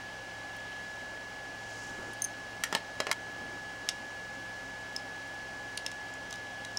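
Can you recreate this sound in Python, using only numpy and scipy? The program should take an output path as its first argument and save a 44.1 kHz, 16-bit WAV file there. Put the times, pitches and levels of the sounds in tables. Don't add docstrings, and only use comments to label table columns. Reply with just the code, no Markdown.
import sys
import numpy as np
from scipy import signal
from scipy.fft import rfft, irfft
from scipy.io import wavfile

SR = 44100
rng = np.random.default_rng(int(sys.argv[2]) if len(sys.argv) > 2 else 0)


def unload_audio(sound):
    columns = np.transpose(np.atleast_2d(sound))
    steps = np.round(np.clip(columns, -1, 1) * 32767)
    wavfile.write(sys.argv[1], SR, steps.astype(np.int16))


N = 298998
T = np.arange(N) / SR
AGE = T[:SR // 5]
BIN_HZ = np.arange(N // 2 + 1) * SR / N


def from_db(db):
    return 10 ** (np.asarray(db) / 20)


def unit_rms(x):
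    return x / np.sqrt(np.mean(x ** 2) + 1e-20)


def drift(rate_hz):
    return unit_rms(irfft(rfft(rng.standard_normal(N)) / (1 + (BIN_HZ / rate_hz) ** 2), N))


def noise(spectrum, resonances=()):
    hz, db = np.transpose(spectrum)
    level_db = np.interp(np.log(BIN_HZ + 1), np.log(hz), db)
    for centre_hz, width_hz, boost_db in resonances:
        level_db += boost_db / (1 + (2 * (BIN_HZ - centre_hz) / width_hz) ** 2)
    return unit_rms(irfft(rfft(rng.standard_normal(N)) * from_db(level_db), N))


# frequency_hz, relative_db
AIR_SPECTRUM = [(20, -18), (88, -2.5), (150, -4.5), (270, 1), (450, -1.5), (650, 3.5), (1000, -1.5),
                (1350, -4), (2200, -4), (3300, -6), (6000, -11.5), (8000, -18.5), (12500, -30),
                (16000, -30.5)]
# centre_hz, width_hz, boost_db
DUCT_RESONANCES = [(814, 82, 7.1), (527, 33, 4.4), (267.7, 14.7, 5.8), (1584, 200, 4), (2166, 64, 3.6),
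                   (2874, 49, 4.6), (13700, 140, 8.9), (15600, 88, 9.7)]
# pitch_hz, rms_db
MOTOR_TONES = [(44.2, -67), (66.3, -71), (110.7, -60), (177, -64.5)]
# time_s, rms_db
WHINE_LEVELS = [(0, -46), (.35, -46), (.8, -43.5), (1.35, -46), (1.9, -45), (2.8, -47), (3.2, -44.5),
                (6.78, -44.5)]

def fan(whine_hz=1700.5):
    air = from_db(-46) * noise(AIR_SPECTRUM, DUCT_RESONANCES)
    hum = sum(from_db(db + drift(2)) * np.sin(2 * np.pi * hz * T + .4 * drift(1))
              for hz, db in MOTOR_TONES)
    whine_db = np.interp(T, *np.transpose(WHINE_LEVELS)) + .3 * drift(6)
    whine = from_db(whine_db) * np.sin(2 * np.pi * whine_hz * T + .15 * drift(1.2))
    return air + np.sqrt(2) * (hum + whine)


def swells(moves):
    return sum(from_db(db) * np.exp(-(2 * (T - s) / length) ** 2) for s, length, db in moves)


# middle_s, length_s, level_db
FINGER_MOVES = [(.1, .5, -61), (.7, .6, -58.5), (6.5, 0.72, -59)]
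SKIN_MOVES = [(.95, 0.4, -69), (1.78, .3, -55), (2.05, 0.32, -61.5), (4.4, 4.8, -68.5)]
SLEEVE_MOVES = [(1.99, 0.31, -48.5), (3.45, 0.39, -53)]
# frequency_hz, relative_db
FINGER_SPECTRUM = [(1500, -25), (2400, -3), (2950, 2), (3500, 3), (5000, -19), (9000, -30)]
SKIN_SPECTRUM = [(1800, -22), (3000, -8), (5000, 5.5), (7000, 6), (9000, -4.5), (12000, -15), (16000, -17)]
SLEEVE_SPECTRUM = [(60, -12), (150, -5.5), (350, -3.5), (700, -13), (1500, -11), (4000, -45)]

def hand():
    rub = swells(FINGER_MOVES) * from_db(1.5 * drift(30)) * noise(FINGER_SPECTRUM)
    swish = swells(SKIN_MOVES) * from_db(2 * drift(35)) * noise(SKIN_SPECTRUM)
    rustle = swells(SLEEVE_MOVES) * from_db(1.7 * drift(25)) * noise(SLEEVE_SPECTRUM)
    return rub + swish + rustle


def cut(x, hz, kind, order=2):
    sections = signal.butter(order, np.clip(hz, 10, .45 * SR), kind, fs=SR, output="sos")
    return signal.sosfilt(sections, x + 1e-18)


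def mode(hz, t60_s):
    return np.cos(2 * np.pi * hz * AGE) * from_db(-60 * AGE / t60_s)


def ring(modes, scatter_db):
    hz, db, t60_s = np.transpose(modes)[:, :, None]
    strength = from_db(db + scatter_db * rng.standard_normal(db.shape))
    return np.sum(strength * mode(hz, t60_s), axis=0) / strength.sum()


def dense_modes(t60_s):
    return rng.standard_normal(len(AGE)) * from_db(-60 * AGE / t60_s)


def contact(sound, low_hz, bright_hz):
    return cut(cut(sound, low_hz, "high"), bright_hz, "low", order=1)


def low_edge_hz(level_db, full_strength_hz, db_per_octave=14.5):
    return full_strength_hz * 2 ** (-level_db / db_per_octave)


# start_s, level_db, bright_hz
SPRING_BOUNCES = [(.566, -33.5, 16000), (2.134, -31, 14000), (2.2205, -13.5, 15000), (2.2424, -16.5, 9000),
                  (2.247, -13.5, 8000)]
# pitch_hz, level_db, t60_s
SPRING_MODES = [(6340, 8, 0.028), (6280, -1, 0.028), (9290, 7.5, 0.026), (9460, -14, .11),
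                (13870, -4, 0.027), (15530, -20, .02)]

def spring():
    out = np.zeros(N)
    for start_s, db, bright_hz in SPRING_BOUNCES:
        blow = ring(SPRING_MODES, scatter_db=1) + from_db(-20) * dense_modes(t60_s=.005)
        low_hz = low_edge_hz(db, full_strength_hz=2320)
        add(out, start_s, from_db(db) * contact(blow, low_hz, bright_hz))
    return out


# start_s, level_db, low_hz, bright_hz, spot_hz, room_db
TRAY_IMPACTS = [(2.6376, -9, 1800, 16000, 1320, -12.5), (2.7268, -11.5, 200, 4000, 1320, -11),
                (2.7502, -6.5, 190, 6000, 3000, -12), (3.0028, -8.5, 150, 3580, 520, -13.5),
                (3.0053, -11.5, 150, 1500, 890, -21), (3.0689, -10, 330, 1700, 2300, -12.5),
                (3.0942, -20.5, 200, 1200, 650, -6), (3.1143, -6.5, 1100, 7750, 2140, -25),
                (3.127, -16.5, 1200, 8000, 2250, -25)]
# pitch_hz, level_db, t60_s
TRAY_MODES = [(200, -12, 0.15), (424, -3.5, 0.03), (566, 3, 0.025), (917, 10.5, 0.033), (1010, -10, .02),
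              (1330, 0, 0.038), (1800, 7, 0.032), (2030, -3, 0.025), (2174, 8, 0.032), (2840, 5, 0.024),
              (3190, 5, 0.015), (3970, 7, 0.011), (4980, 11.5, 0.0093), (5500, -7, .01), (6600, 2, 0.012),
              (8800, -24, .008), (11300, -16, .006), (15000, -13, .005)]

def tray():
    out = np.zeros(N)
    for start_s, db, low_hz, bright_hz, spot_hz, room_db in TRAY_IMPACTS:
        plate = ring(TRAY_MODES, scatter_db=3)
        crack = from_db(-7.5) * cut(dense_modes(t60_s=.026), 6200, "low", order=1)
        spot = from_db(-15) * mode(spot_hz, t60_s=.014)
        thud = from_db(-18) * mode(hz=294, t60_s=.021)
        blow = near_echoes(contact(plate + crack + spot + thud, low_hz, bright_hz))
        add(out, start_s, from_db(db) * room(blow, room_db, wall_hz=5200))
    return out


# delay_s, level_db
REFLECTIONS = [(.0015, -11), (.0027, -15.5), (.0047, -10)]

def near_echoes(sound):
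    out = sound.copy()
    dulled = cut(sound, 5100, "low", order=1)
    for delay_s, db in REFLECTIONS:
        lag = max(1, round(delay_s * SR * (1 + .04 * rng.standard_normal())))
        out[lag:] += from_db(db) * dulled[:-lag]
    return out


# pitch_hz, level_db, t60_s
HOUSING_MODES = [(2410, -8, 0.02), (2850, -1, 0.017), (3300, 5.5, 0.0069), (3650, 8, .009),
                 (4330, -15, 0.0047), (5990, -2.5, 0.02), (6340, -3, 0.015), (8400, -8, 0.0059),
                 (9400, -14, 0.0088), (10700, -13, 0.0083), (13350, -14, .01)]

def housing_snap():
    body = ring(HOUSING_MODES, scatter_db=3.5)
    return body + from_db(-6) * cut(dense_modes(t60_s=.019), 7300, "low")


def chatter(start_s, level_db, gap_s, loss_db=7.5, gap_ratio=.8):
    bounce = np.arange(3)
    gaps = gap_s * gap_ratio ** bounce
    return zip(start_s + np.cumsum(gaps) - gaps, level_db - loss_db * bounce)


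# start_s, level_db, bright_hz, gap_s, piece_hz, piece_db
SHAFT_CATCHES = [(3.889, -10.5, 10000, .0047, 5450, -8.5), (4.9634, -24.5, 11000, 0.00098, 5200, 4),
                 (5.7744, -23.5, 16000, 0.0012, 8980, -5), (5.7763, -16.5, 4000, 0.00101, 4500, -4.5),
                 (5.8637, -14.5, 5000, 0.0011, 5280, -4), (5.916, -25, 8000, .0008, 4030, -15),
                 (6.139, -35, 9000, 0.00086, 6830, -1), (6.308, -29, 10000, 0.0015, 5150, -5),
                 (6.3274, -25, 9000, 0.013, 3800, -5.5), (6.3572, -32, 9000, 0.0018, 5100, -4),
                 (6.6494, -25, 7500, .001, 3880, -8), (6.7725, -25.5, 8000, 0.0025, 5400, 9.5)]

def shaft(full_strength_hz=1150, tick_db=-36):
    out = np.zeros(N)
    for start_s, level_db, bright_hz, gap_s, piece_hz, piece_db in SHAFT_CATCHES:
        low_hz = low_edge_hz(level_db, full_strength_hz)
        for touch_s, db in chatter(start_s, level_db, gap_s):
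            blow = housing_snap() + from_db(piece_db) * mode(piece_hz, t60_s=.012)
            add(out, touch_s, from_db(db) * contact(blow, low_hz, bright_hz))
    for start_s in rng.uniform(3.4, 6.6, size=4):
        tick = contact(housing_snap(), low_edge_hz(tick_db, full_strength_hz), bright_hz=10000)
        add(out, start_s, from_db(tick_db) * tick)
    return out


def add(track, start_s, sound):
    start = min(round(start_s * SR), N - 1)
    track[start:start + len(sound)] += sound[:N - start]


def room(x, wet_db, wall_hz, gap_s=.006):
    onset = np.clip(AGE / gap_s - 1, 0, 1)
    tail = onset * cut(dense_modes(t60_s=.14), wall_hz, "low", order=1)
    return x + from_db(wet_db) * signal.fftconvolve(x, tail / np.linalg.norm(tail))[:len(x)]


def scene():
    knocks = tray()
    pings = room(spring(), wet_db=-17.5, wall_hz=9000)
    clicks = room(shaft(), wet_db=-16.5, wall_hz=6050)
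    mono = fan() + hand() + pings + knocks + clicks
    return np.stack([mono, mono])


def gain_control(x, threshold_db, share, release_db_per_s):
    level_db = 20 * np.log10(np.abs(x).max(axis=0) + 1e-9)
    excess_db = np.maximum(level_db - threshold_db, 0)
    release_db = release_db_per_s * T
    reduction_db = np.maximum.accumulate(share * excess_db + release_db) - release_db
    return x * from_db(-cut(reduction_db, 20, "low", order=1))


# centre_hz, width_hz
NOTCHES = [(2545, 82), (3600, 204), (4140, 91), (4655, 47), (12980, 1100), (15000, 410)]

def record(dry, cutoff_hz=16100):
    for centre_hz, width_hz in NOTCHES:
        dry = signal.lfilter(*signal.iirnotch(centre_hz, centre_hz / width_hz, fs=SR), dry)
    levelled = gain_control(dry, threshold_db=-14, share=.36, release_db_per_s=15)
    return signal.sosfilt(signal.ellip(10, .1, 80, cutoff_hz, fs=SR, output="sos"), levelled)


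dry = scene()
out = record(dry)
unload_audio(out)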